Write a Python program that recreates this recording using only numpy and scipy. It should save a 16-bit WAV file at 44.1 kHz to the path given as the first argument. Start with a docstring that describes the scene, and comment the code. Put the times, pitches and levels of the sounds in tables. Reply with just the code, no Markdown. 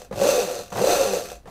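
"""First a low drone and a rattle run down over quiet room tone: the wheel of a homemade electric scooter,
running free in a small room. Two blips of throttle follow, and a third begins at the end.
Each blip takes up the slack of the drive with knocks, spins it up for a fifth of a second and lets it coast.
Chain links strike the sprocket at a rate that follows the speed: the frame drones, the steel rattles,
both louder the faster it runs. The motor growls while it pulls, and the swinging chain slaps the frame."""
import sys
import numpy as np
from scipy import signal
from scipy.fft import rfft, irfft
from scipy.io import wavfile

SR = 44100
rng = np.random.default_rng(int(sys.argv[2]) if len(sys.argv) > 2 else 0)


def store_pcm(level_fs):
    """Save levels as 16-bit WAV."""
    pcm = np.round(np.clip(level_fs, -1, 1) * 32767).astype(np.int16)
    wavfile.write(sys.argv[1], SR, np.atleast_2d(pcm).T)


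N = 66150
# A tenth of a second of run-in before time 0 lets the filters settle; it is cut off at the end.
TIME = np.arange(-(SR // 10), N) / SR
SIZE = len(TIME)
REFERENCE_SPEED_HZ = 300  # links per second at which the speed-following layers have their stated level


def from_db(db):
    """Turn decibels into a gain."""
    return 10 ** (np.asarray(db) / 20)


def rms_one(x):
    """Scale to an rms level of one."""
    return x / np.sqrt(np.mean(x ** 2) + 1e-20)


def colour(x, points):
    """Filter through (frequency, level) points without pre-echo (minimum phase), at unit power gain."""
    hz, db = np.transpose(points)
    half = 4096
    grid_hz = np.linspace(1, SR / 2, half + 1)
    gain = rms_one(from_db(np.interp(np.log(grid_hz), np.log(hz), db)))
    # Folding the cepstrum moves all of the filter's response after its start.
    cepstrum = irfft(np.log(gain))
    cepstrum[1:half] *= 2
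    cepstrum[half + 1:] = 0
    response = irfft(np.exp(rfft(cepstrum)))[:half]
    return signal.fftconvolve(x, response)[:SIZE]


def resonate(x, modes):
    """Add up parallel resonances, with dark valleys between them and unit power gain in all."""
    out, power = 0, 0
    for hz, width, db in modes:
        r = np.exp(-np.pi * width / SR)  # a narrower resonance rings longer
        top = (1 - r * r) / 2
        poles = [1, -2 * r * np.cos(2 * np.pi * hz / SR), r * r]
        out = out + from_db(db) * signal.lfilter([top, 0, -top], poles, x + 1e-18)
        power += top * from_db(db) ** 2
    return out / np.sqrt(power)


def linger(power, decay_s):
    """Spread sound power over an exponential tail whose amplitude falls to 1/e in decay_s."""
    r = np.exp(-2 / (decay_s * SR))
    return signal.lfilter([1 - r], [1, -r], power + 1e-18)


ROOM_T60_S, ROOM_DB = 0.16, 0.5  # time to fall by 60 dB; power of the tail against the direct sound


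def noise_in_room(power):
    """Make noise of the given power and add the room's short diffuse tail."""
    tail = from_db(ROOM_DB) ** 2 * linger(power, ROOM_T60_S / np.log(1000))
    return np.sqrt(power + tail) * rng.standard_normal(SIZE)


def blow(s, db, hz, rise_s):
    """Strike the frame: one resonance swells for rise_s and dies within a few cycles."""
    out = np.zeros(SIZE)
    ringing = (TIME > s) & (TIME < s + 10 * rise_s)
    age = TIME[ringing] - s
    swell = age / rise_s * np.exp(1 - age / rise_s)  # peaks at one
    out[ringing] = from_db(db) * swell * np.sin(2 * np.pi * hz * age)
    return out


# Colour of the quiet room: (frequency [Hz], relative level [dB per Hz])
ROOM_COLOUR = [(20, -3.5), (26, 3), (33, -16), (42, -10), (55, 9), (70, -9), (90, -5.5), (200, -9.5),
               (500, -15), (1000, -26.5), (3000, -34.5), (15000, -45)]
ROOM_TONE_DB = -50.5


def room_tone():
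    """Steady coloured noise is the background of the room."""
    return from_db(ROOM_TONE_DB) * colour(rng.standard_normal(SIZE), ROOM_COLOUR)


# Speed of the drive over time: (time [s], links meeting the sprocket [Hz])
DRIVE_SPEED = [(-.1, 117.3), (0, 56.3), (.04, 25.1), (.07, 4), (.112, 2.97), (.14, 34.8), (.155, 89.2),
               (.185, 123.4), (.22, 190.5), (.285, 335), (.335, 261), (.39, 228), (.50, 138), (.58, 110.3),
               (.65, 50.2), (.705, 35.15), (.775, 120.7), (.815, 200), (.865, 255.3), (.92, 389),
               (.96, 325), (1.02, 249), (1.08, 200), (1.16, 182), (1.25, 84.8), (1.32, 62.4), (1.365, 29),
               (1.405, 3), (1.456, 3), (1.5, 49)]


def drive_speed():
    """Draw straight lines between the speed points, never below one link a second."""
    return np.maximum(np.interp(TIME, *np.transpose(DRIVE_SPEED)), 1)


LINK_JITTER, LINK_SPREAD_DB = .16, 2.5  # unevenness in time (in links) and in strength


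def link_strikes(speed):
    """Click once a link, uneven in time and strength; mean power about one above 20 links a second."""
    travel = np.cumsum(speed) / SR  # links passed so far
    chance = rng.standard_normal((500, 2))[:int(travel[-1])]
    link = np.arange(len(chance)) + .5 + LINK_JITTER * chance[:, 0]
    at = np.clip(np.searchsorted(travel, link), 0, SIZE - 1)
    strength = rms_one(from_db(LINK_SPREAD_DB * np.clip(chance[:, 1], -2, 2)))
    clicks = np.zeros(SIZE)
    # Crowded clicks are made smaller, so that speed alone does not change the power.
    clicks[at] = strength * np.sqrt(SR / np.maximum(speed[at], 20))
    return clicks


# Resonances of frame and deck: (frequency [Hz], width [Hz], relative level [dB])
FRAME_MODES = [(108.7, 8.4, -14.5), (200.6, 15.3, -6.5), (282.6, 18, -18), (337, 4.7, -7.5),
               (391.4, 6, -2.5), (416, 29, -5), (473.5, 17, 3), (504.3, 18, 3), (546.4, 19, 3.5),
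               (580.7, 9.1, -0.5), (662, 9.5, -5), (697, 6.5, 0), (781, 14, -9)]


def through_frame(x):
    """Colour a tone by the resonances of the frame, keeping its overall level."""
    return rms_one(resonate(x, FRAME_MODES)) * np.sqrt(np.mean(x ** 2))


# Thinner panels, which hum on even at low speed: (frequency [Hz], width [Hz], relative level [dB])
PANEL_MODES = [(501.5, 22, 4), (577.7, 19.5, 1), (709.7, 17, 3.5), (789, 17, -6.5)]
# Harmonics of the link rate, from the first upwards: (relative level [dB])
MESH_HARMONICS = [-1.5, -1, -7.5, -5, -6, -18.5]
# Each layer: level at the reference speed, power of the speed it follows, gain while the motor pulls.
TONE_DB, TONE_POWER, TONE_PULL_DB = -26.5, 1.27, 3.5
DRONE_DB, DRONE_POWER, DRONE_PULL_DB = -25.5, 1.5, 5.5  # level before the band filter
PANEL_DB, PANEL_POWER = -29, 1  # level before the band filter
FRAME_LOW_HZ, FRAME_HIGH_HZ = 263, 870


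def frame_drone(clicks, speed, pull):
    """The link tone and the uneven link strikes sweep through the resonances of frame and panels."""
    phase = 2 * np.pi * np.cumsum(speed) / SR
    pace = speed / REFERENCE_SPEED_HZ
    mesh = sum(from_db(db) * np.sin((k + 1) * phase) for k, db in enumerate(MESH_HARMONICS))
    tone_level = from_db(TONE_DB + TONE_PULL_DB * pull) * pace ** TONE_POWER
    tone = through_frame(rms_one(mesh) * tone_level)
    strikes = clicks * rng.choice([-1, 1], (2, SIZE))  # random signs, separate for frame and panels
    frame_level = from_db(DRONE_DB + DRONE_PULL_DB * pull) * pace ** DRONE_POWER
    frame = resonate(strikes[0] * frame_level, FRAME_MODES)
    panels = resonate(strikes[1] * from_db(PANEL_DB) * pace ** PANEL_POWER, PANEL_MODES)
    band = signal.butter(2, [FRAME_LOW_HZ, FRAME_HIGH_HZ], "band", fs=SR, output="sos")
    return tone + signal.sosfilt(band, frame + panels)


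# Broad colour of the rattle: (frequency [Hz], relative level [dB per Hz])
RATTLE_COLOUR = [(200, 3.5), (700, 6.5), (1000, 0.5), (1550, 6), (2200, -0.5), (2800, 1.5), (3100, 1),
                 (4000, -0.5), (5200, 2.5), (6800, 0), (8500, -1.5), (10500, -5), (11350, -11), (12200, -1),
                 (13300, -4), (14100, -8.5), (15500, -18)]
# Resonances of chain and sprockets: (frequency [Hz], width [Hz], relative level [dB])
STEEL_MODES = [(1030, 26, -3.5), (1162, 40, 5.5), (1317, 28, 4), (1375, 27.5, 3.5), (2548, 48, 4),
               (2698, 68, 2.5), (3547, 46, -1), (3743, 53, 2), (4088, 60, 5), (4334, 45, 2), (4570, 39, 2),
               (4810, 18, -9), (5900, 31, 7), (6157, 99, 4.5), (6277, 31, 5), (6750, 40, -1.5),
               (7350, 28, 2.5), (7757, 48, -0.5), (8420, 23, -9), (8550, 47, -5), (9530, 37, -2.5),
               (12350, 76, -14), (13600, 50, -4)]
# Level at the reference speed before loose chatter and room tail, power of the speed, gain while pulling.
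RATTLE_DB, RATTLE_POWER, RATTLE_PULL_DB = -34, 1.266, 1
RING_DB, RING_POWER = -33.5, 1.42
LINK_DECAY_S, LOOSE_SHARE = 0.0016, 0.31  # fade of each burst; power of the chatter against the bursts


def chain_rattle(clicks, speed, pull):
    """Each strike is a short gritty burst that also rings the steel; loose rollers chatter in between."""
    bursts = linger(clicks ** 2, LINK_DECAY_S) + LOOSE_SHARE
    pace = speed / REFERENCE_SPEED_HZ
    grit_level = from_db(RATTLE_DB + RATTLE_PULL_DB * pull) * pace ** RATTLE_POWER
    ring_level = from_db(RING_DB) * pace ** RING_POWER
    grit = noise_in_room(bursts * grit_level ** 2)
    ring = noise_in_room(bursts * ring_level ** 2)
    return colour(grit, RATTLE_COLOUR) + resonate(ring, STEEL_MODES)


# Knocks as slack is taken up: (time [s], boom level [dB], thud level [dB], clack level [dB], clack decay [s])
SLACK_KNOCKS = [(0.111, -24, -34, -38, 0.04), (0.126, -31.5, -34, -32.5, 0.014),
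                (0.72, -47, -42, -32.5, 0.054), (0.757, -46, -49, -31, 0.057), (.775, -23, -58, -32, 0.034),
                (1.456, -37, -46.5, -43.5, 0.038), (1.473, -51, -50, -41.5, .025)]
# Colour of the clack: (frequency [Hz], relative level [dB per Hz])
CLACK_COLOUR = [(60, -12), (120, 12), (200, 7.5), (300, -2.5), (700, 10), (1250, 1), (2000, -5),
                (2600, -13), (6000, -17.5), (15000, -30)]
BOOM_HZ, BOOM_RISE_S = 505, 0.0034
THUD_HZ, THUD_RISE_S = 186, 0.0059


def knocks():
    """Slack is taken up as the motor starts: a boom, a low thud and a dull clack of fading noise."""
    body, clacks = 0, 0
    for s, boom_db, thud_db, clack_db, decay in SLACK_KNOCKS:
        boom = blow(s, boom_db, BOOM_HZ, BOOM_RISE_S)
        thud = blow(s, thud_db, THUD_HZ, THUD_RISE_S)
        body = body + boom + thud
        fade = (TIME >= s) * np.exp(-np.maximum(TIME - s, 0) / decay)
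        clacks = clacks + from_db(clack_db) * fade
    return body + colour(clacks * rng.standard_normal(SIZE), CLACK_COLOUR)


# Times when the motor pulls: (start [s], end [s])
MOTOR_PULLS = [(.112, .29), (.722, .92), (1.456, 1.6)]


def motor_pull():
    """The pull of the motor goes from 0 to 1 and back, with ramps of 28 ms."""
    return sum(np.clip(np.minimum(TIME - start, end - TIME) / 0.028, 0, 1) for start, end in MOTOR_PULLS)


GROWL_DB, GROWL_UNEVEN_DB = -38, 7  # level before unevenness and fade; spread from link to link
GROWL_FADE_HZ = 248  # link rate at which the growl's drive is halved; it fades further above


def motor_growl(speed, pull):
    """Under load the motor shakes the frame once a link, unevenly and hardest at low speed."""
    travel = np.cumsum(speed) / SR
    uneven = np.interp(travel, np.arange(500), rng.standard_normal(500))
    shake = pull * from_db(GROWL_UNEVEN_DB * uneven) * np.sin(2 * np.pi * travel)
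    fade = 1 / (1 + (speed / GROWL_FADE_HZ) ** 4)
    return through_frame(from_db(GROWL_DB) * shake * fade)


# The running chain slaps the frame: (time [s], level [dB], pitch [Hz], rise [s])
CHAIN_SLAPS = [(.216, -14.5, 564, 0.0031), (.248, -15.5, 550, 0.0042), (.263, -32, 550, .003),
               (.287, -12.5, 544, 0.0055), (.334, -23, 565, 0.0031), (.38, -16, 474, 0.005),
               (.405, -18.5, 510, .003), (.482, -24, 501, 0.0035), (.588, -32, 483, .005),
               (.811, -14.5, 492, 0.0061), (.841, -8.5, 524, .0035), (1.003, -15.5, 539, 0.0067),
               (1.023, -17.5, 496, .004), (1.051, -18, 546, 0.0059), (1.134, -15, 489.3, 0.0034),
               (1.167, -20, 489.6, 0.0043), (1.32, -37, 718, 0.0051)]


def slaps():
    """The swinging chain makes the frame throb with short swelling blows."""
    return sum(blow(*slap) for slap in CHAIN_SLAPS)


def scene():
    """Speed and throttle drive frame, chain and motor over the room tone, with knocks and slaps on top."""
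    speed, pull = drive_speed(), motor_pull()
    clicks = link_strikes(speed)
    running = frame_drone(clicks, speed, pull) + chain_rattle(clicks, speed, pull)
    mix = room_tone() + running + knocks() + motor_growl(speed, pull) + slaps()
    return mix[None, -N:]


CUTOFF_HZ = 15600


def record(dry):
    """A steep low-pass filter cuts the top of the treble."""
    low_pass = signal.ellip(12, .2, 90, CUTOFF_HZ, fs=SR, output="sos")
    return signal.sosfilt(low_pass, dry)


dry = scene()
out = record(dry)
store_pcm(out)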